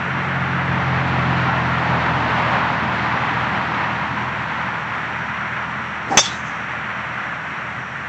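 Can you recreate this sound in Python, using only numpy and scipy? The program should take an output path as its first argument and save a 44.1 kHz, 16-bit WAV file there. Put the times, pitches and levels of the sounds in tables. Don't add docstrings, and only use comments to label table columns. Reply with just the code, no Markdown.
import sys
import numpy as np
from scipy import signal
from scipy.fft import rfft, irfft, next_fast_len
from scipy.io import wavfile
from scipy.ndimage import uniform_filter1d

SR = 44100
rng = np.random.default_rng(int(sys.argv[2]) if len(sys.argv) > 2 else 0)


def gain_from_decibels(decibels):
    exponent = np.asarray(decibels, float) / 20
    return 10 ** exponent


def materialize(psi):
    bounded = np.clip(np.atleast_2d(psi).T, -1, 1)
    quanta = np.round(bounded * 32767).astype(np.int16)
    wavfile.write(sys.argv[1], SR, quanta)


N = 356372
SECONDS = np.arange(N) / SR


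def rms_one(x):
    return x / np.sqrt(np.mean(x ** 2) + 1e-20)


def in_time(rows):
    s, *columns = np.transpose(rows)
    return [np.interp(SECONDS, s, column) for column in columns]


def drift(rate_hz):
    r = np.exp(-2 * np.pi * rate_hz * 40 / SR)
    noise = rng.standard_normal(N // 40 + 2002)
    slow = signal.lfilter([1], [1, -2 * r, r * r], noise)[2000:]
    return np.interp(np.arange(N) / 40, np.arange(len(slow)), rms_one(slow))


def coloured(spectrum):
    hz, level_db = np.transpose(spectrum)
    size = next_fast_len(N)
    grid_hz = np.arange(size // 2 + 1) * SR / size + 1
    shape = gain_from_decibels(np.interp(np.log(grid_hz), np.log(hz), level_db, left=-90, right=-90))
    return rms_one(irfft(rfft(rng.standard_normal(size)) * shape, size)[:N])


def resonance(x, hz, width_hz):
    r = np.exp(-np.pi * width_hz / SR)
    rise = np.array([1, 0, -1]) * (1 - r * r) / 2
    return signal.lfilter(rise, [1, -2 * r * np.cos(2 * np.pi * hz / SR), r * r], x)


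def highpass(x, hz):
    return signal.sosfilt(signal.butter(2, hz, "high", fs=SR, output="sos"), x)


def shape_db(peak_db, at_s, attack_db_s, hold_s, release_db_s):
    t = SECONDS - at_s
    return peak_db - attack_db_s * np.maximum(-t, 0) - release_db_s * np.maximum(t - hold_s, 0)


def bump(at_s, span_s):
    return np.exp(-((SECONDS - at_s) / span_s) ** 2 / 2)


# pitch_hz, level_db (per Hz)
LEAF_SPECTRUM = [(2500, -21), (4000, -5), (5100, -8.5), (6500, -3.5), (8000, -5), (9000, -11.5)]


def meadow():
    leaves = gain_from_decibels(-60 + 0.8 * drift(8.0)) * coloured(LEAF_SPECTRUM)
    hz, width_hz = 5680, 640
    chorus = resonance(rng.standard_normal(N), hz, width_hz)
    chorus = rms_one(resonance(chorus, hz, width_hz))
    return leaves + gain_from_decibels(-58.5 + 1.2 * drift(4.0)) * chorus


# pitch_hz, level_db (per Hz)
RUMBLE_SPECTRUM = [(30, -44.5), (55, -20), (80, -10.5), (130, 2), (220, -1.5), (330, -8.5), (500, -15),
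                   (700, -39.5)]
ROAR_SPECTRUM = [(250, -27), (400, -13.5), (600, -4), (850, -0.5), (1100, -3), (1400, -7.5), (2000, -31)]
# pitch_hz, level_db (per Hz)
GRASS_ROAR_SPECTRUM = [(250, -29.5), (400, -16.5), (650, -7.5), (800, -2.5), (950, 4), (1150, -1),
                       (1400, -10), (2000, -31.5)]
RUSH_SPECTRUM = [(700, -28), (1100, -4.5), (1400, 0), (1900, -2), (2500, -9), (3200, -19), (4500, -37)]
HISS_SPECTRUM = [(1800, -27), (2600, 0.5), (3200, -2), (4200, -8), (5500, -18.5), (7000, -26),
                 (9000, -39.5)]
# time_s, engine_db, tyres_db
PASS = [(0, -30.5, -30.5), (.65, -25, -27.5), (1.05, -24.5, -25), (1.45, -24.5, -24), (1.75, -27.5, -24.5),
        (2.1, -27.5, -23), (2.55, -32, -21.5), (2.8, -32.5, -24.5), (3.25, -34.5, -23.5), (3.8, -39.5, -25),
        (4.2, -40.5, -28), (4.65, -46.5, -28), (5.2, -48.5, -31), (5.9, -49.5, -33), (6.6, -50.5, -33.5),
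        (7.3, -53.5, -33.5), (8.08, -49, -35.5)]
# full_strength_db, share_of_engine_swing (0-1), share_of_tyre_swing (ratio)
ROAD_LAYERS = [
    (-27, 0.18, 0.55),
    (-21.5, 0.01, 1.002),
    (-22.5, 0.017, 0.54),
    (-35, 0.045, 1.08),
]
# time_s, lift_db, span_s
CARS = [
    (0.1, 2, 0.53),
    (5.45, 2.5, 0.24),
    (7.0, 2, 0.56),
]


def road():
    together_db = 0.39 * drift(12.0) + 0.54 * drift(91.0)
    grass_share = np.clip(0.13 + 0.61 * bump(4.27, span_s=1.55), 0, 1)
    roar = np.sqrt(1 - grass_share) * coloured(ROAR_SPECTRUM)
    roar = roar + np.sqrt(grass_share) * coloured(GRASS_ROAR_SPECTRUM)

    engine_db, tyres_db = in_time(PASS)
    engine_swing_db, tyre_swing_db = engine_db + 24.5, tyres_db + 22
    levels = [db + a * engine_swing_db + b * tyre_swing_db for db, a, b in ROAD_LAYERS]
    levels[2] = levels[2] + sum(db * bump(s, span_s) for s, db, span_s in CARS)

    noises = [coloured(RUMBLE_SPECTRUM), roar, coloured(RUSH_SPECTRUM), coloured(HISS_SPECTRUM)]
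    return sum(gain_from_decibels(db + together_db + 0.39 * drift(8.6)) * noise for db, noise in zip(levels, noises))


def waver(turn, orders, lift_db):
    total = 0
    for multiple, db in orders:
        level_db = db + (multiple > 4) * lift_db + 0.95 * drift(3.4)
        phase = multiple * turn + 0.33 * drift(3.3) + np.pi / 3 * multiple ** 2
        total = total + gain_from_decibels(level_db) * np.sin(phase)
    return np.sqrt(2) * total


# multiple (of the base pitch), level_db
ENGINE_TONES = [(2, -8.5), (2.5, -20.5), (3, -1), (3.5, -18), (4, -5), (5, -14), (6, -15), (7, -15),
                (8, -19), (10, -20)]
# multiple (of the base pitch), level_db
DRONE_TONES = [(2, -6), (3, -2.5), (4, -4), (5, -2)]


def engine():
    speed_m_s, distance_m, closest_s, sound_m_s = 37.7, 83, 1.4, 343
    along_m = speed_m_s * (SECONDS - closest_s)
    leaving_m_s = speed_m_s * along_m / np.hypot(along_m, distance_m)
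    hz = 42.66 / (1 + leaving_m_s / sound_m_s)
    cruise_hz, ease_hz = 40.5, 0.25
    hz = cruise_hz + ease_hz * np.logaddexp(0, (hz - cruise_hz) / ease_hz)
    turn = 2 * np.pi * np.cumsum(hz) / SR

    lift_db = -3.5 + 8.5 * np.minimum(SECONDS / 3, 1)
    near = gain_from_decibels(in_time(PASS)[0]) * waver(turn, ENGINE_TONES, lift_db)
    drone_db = shape_db(-42, at_s=4.1, attack_db_s=4, hold_s=1.7, release_db_s=3.3)
    return near + gain_from_decibels(drone_db) * waver(turn, DRONE_TONES, lift_db=0)


# delay_s, spread_s, favoured_hz, width_hz, lift_db
TREES = [
    (.045, .012, 5000, 2000, 9.5),
    (.064, 0.009, 3470, 400, 16),
    (.082, 0.008, 4390, 300, 12),
    (.09, 0.011, 3500, 450, 16),
    (0.139, .014, 3900, 300, 15),
    (.17, .03, 6500, 2000, 0.2),
    (.298, 0.016, 6300, 1500, 10),
    (.34, 0.051, 6000, 2500, 6),
    (.07, 0.017, 7760, 2500, 4),
]


def trees(x):
    lag_s = np.arange(int(0.6 * SR)) / SR
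    response = 0
    for delay_s, spread_s, hz, width_hz, lift_db in TREES:
        level = gain_from_decibels(-30.5 - 77 * delay_s) / np.sqrt(spread_s * SR)
        cluster = np.exp(-((lag_s - delay_s) / spread_s / 2) ** 2)
        smear = level * cluster * rng.standard_normal(len(lag_s))
        response = response + smear + gain_from_decibels(lift_db) * resonance(smear, hz, width_hz)
    echo = signal.fftconvolve(x, response)[:N]
    return highpass(echo, 1800)


# pitch_hz, width_hz, level_db
WHOOSH_BANDS = [(210, 110, -9), (329, 120, -3), (580, 200, -6), (820, 270, -6), (1670, 280, -14.5)]


def swing():
    soft = signal.butter(2, 2200, fs=SR, output="sos")
    white = signal.sosfilt(soft, rng.standard_normal(N))
    whoosh = 0
    for k, (hz, width_hz, db) in enumerate(WHOOSH_BANDS):
        whoosh = whoosh + gain_from_decibels(db) * (-1) ** k * resonance(white, hz, width_hz)

    shaft_hz = 755 * (1 + 0.12 * bump(6.132, span_s=0.005))
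    shaft_db = shape_db(3, at_s=6.123, attack_db_s=700, hold_s=0.028, release_db_s=350)
    phase = 2 * np.pi * np.cumsum(shaft_hz) / SR + 0.67 * drift(60.0)
    shaft = gain_from_decibels(shaft_db + 1.4 * drift(80.0)) * np.sin(phase)

    swish = gain_from_decibels(2.5) * rms_one(resonance(rng.standard_normal(N), 5000, 2400))
    whoosh_db = shape_db(-19.5, at_s=6.126, attack_db_s=380, hold_s=0.01, release_db_s=170)
    swish_db = shape_db(-43.5, at_s=6.115, attack_db_s=450, hold_s=0.075, release_db_s=370)
    sounding = (SECONDS > 6.07) & (SECONDS < 6.25)
    return sounding * (gain_from_decibels(whoosh_db) * (rms_one(whoosh) + shaft) + gain_from_decibels(swish_db) * swish)


# pitch_hz (at the blow), level_db, fade_s (to fall 60 dB), build_up_s
HEAD_TONES = [(1892, -9.5, 0.048, 0.0013), (2610, -9.5, 0.083, 0.0034), (3372, 1.5, 0.06, 0.01),
              (3520, -4.5, .15, 0.013), (3660, -9.5, 0.092, 0.0065), (4390, -21, 0.15, .006),
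              (4817, -15, 0.22, 0.018), (5450, -10.5, 0.28, 0.0055), (5990, -8.5, .06, .002),
              (6240, -1.7, .1, .001), (5800, -11, 0.11, .004), (6900, -16.5, 0.23, .016),
              (7587, -17, 0.11, .002), (8400, -20, 0.14, .002)]


def head_ring(after_s):
    turned = np.clip((after_s - 0.012) / 0.054, 0, 1)
    pitch = 1 + 0.055 * np.sin(np.pi / 2 * turned) ** 2
    live = (after_s > 0) & (after_s < 0.2)
    age_s = after_s[live]
    heard_s = np.array([np.cumsum(pitch[live]) / SR, age_s])
    ring = np.zeros((2, N))
    for hz, db, fade_s, build_up_s in HEAD_TONES:
        level = gain_from_decibels(db - 60 * age_s / fade_s + 2.2 * drift(170.0)[live])
        build_up = 1 - np.exp(-age_s / build_up_s)
        ring[:, live] += level * build_up * np.sin(2 * np.pi * hz * heard_s)
    facing_db = shape_db(-1.5, at_s=6.196, attack_db_s=90, hold_s=0.016, release_db_s=900)
    return gain_from_decibels(facing_db) * ring


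# pitch_hz, level_db (per Hz)
CRACK_SPECTRUM = [(60, -19.5), (250, -5), (520, -7), (880, 2.5), (1250, -5), (2400, -7.5), (3200, -11),
                  (4500, -30)]
# pitch_hz, level_db (per Hz)
SPRAY_SPECTRUM = [(1100, -25.5), (1700, -3.5), (2600, -0.5), (4200, -7.5), (6000, -3.5), (8000, -8.5),
                  (8800, -8.5)]


def impact(after_s):
    fading_s = np.maximum(after_s - 0.022, 0)
    crack_db = -12 - 99 * after_s - 60 * fading_s / 0.025
    crack = gain_from_decibels(crack_db) * (after_s > 0) * coloured(CRACK_SPECTRUM)
    spray = gain_from_decibels(-9 - 60 * after_s / 0.085) * (1 - np.exp(-after_s / 0.0012)) * coloured(SPRAY_SPECTRUM)
    thump = -gain_from_decibels(-7.0 - 60 * after_s / 0.0058) * np.sin(2 * np.pi * 450 * after_s)
    return crack + spray + thump


def strike():
    after_s = np.maximum(SECONDS - 6.1719, 0)
    ring, unshifted = head_ring(after_s)
    return gain_from_decibels(6.0) * np.array([ring, unshifted, impact(after_s)])


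def scene():
    ring, unshifted, crack = strike()
    sway = rms_one(signal.lfilter([1], [1, -np.exp(-2 * np.pi * 300 / SR)], rng.standard_normal(N)))
    sideways = unshifted - 0.48 * resonance(unshifted, 6200, 400)
    to_trees = sideways * (0.5 + 1.05 * sway) + gain_from_decibels(4.5) * crack
    background = meadow() + road() + engine()
    return (background + gain_from_decibels(-0.5) * trees(to_trees) + swing() + ring + crack)[None]


def roll_off(x):
    return signal.sosfilt(signal.butter(12, 8700, fs=SR, output="sos"), x)


def record(dry):
    limit_db, release_db_s, overload = -2.5, 56.5, 0.93
    loudness_db = 10 * np.log10(uniform_filter1d(dry ** 2, size=132) + 1e-12)
    over_db = np.maximum(loudness_db - limit_db, 0)
    ramp_db = release_db_s * SECONDS
    held_db = np.maximum.accumulate(over_db + ramp_db, axis=-1) - ramp_db
    cut_db = signal.lfilter([0.01], [1, -0.99], held_db)
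    rounded = overload * np.tanh(dry * gain_from_decibels(-cut_db) / overload)
    thin = highpass(rounded, 35)
    narrow = signal.sosfilt(signal.cheby2(10, 60, 9610, fs=SR, output="sos"), thin)
    return roll_off(narrow)


dry = scene()
out = record(dry)
materialize(out)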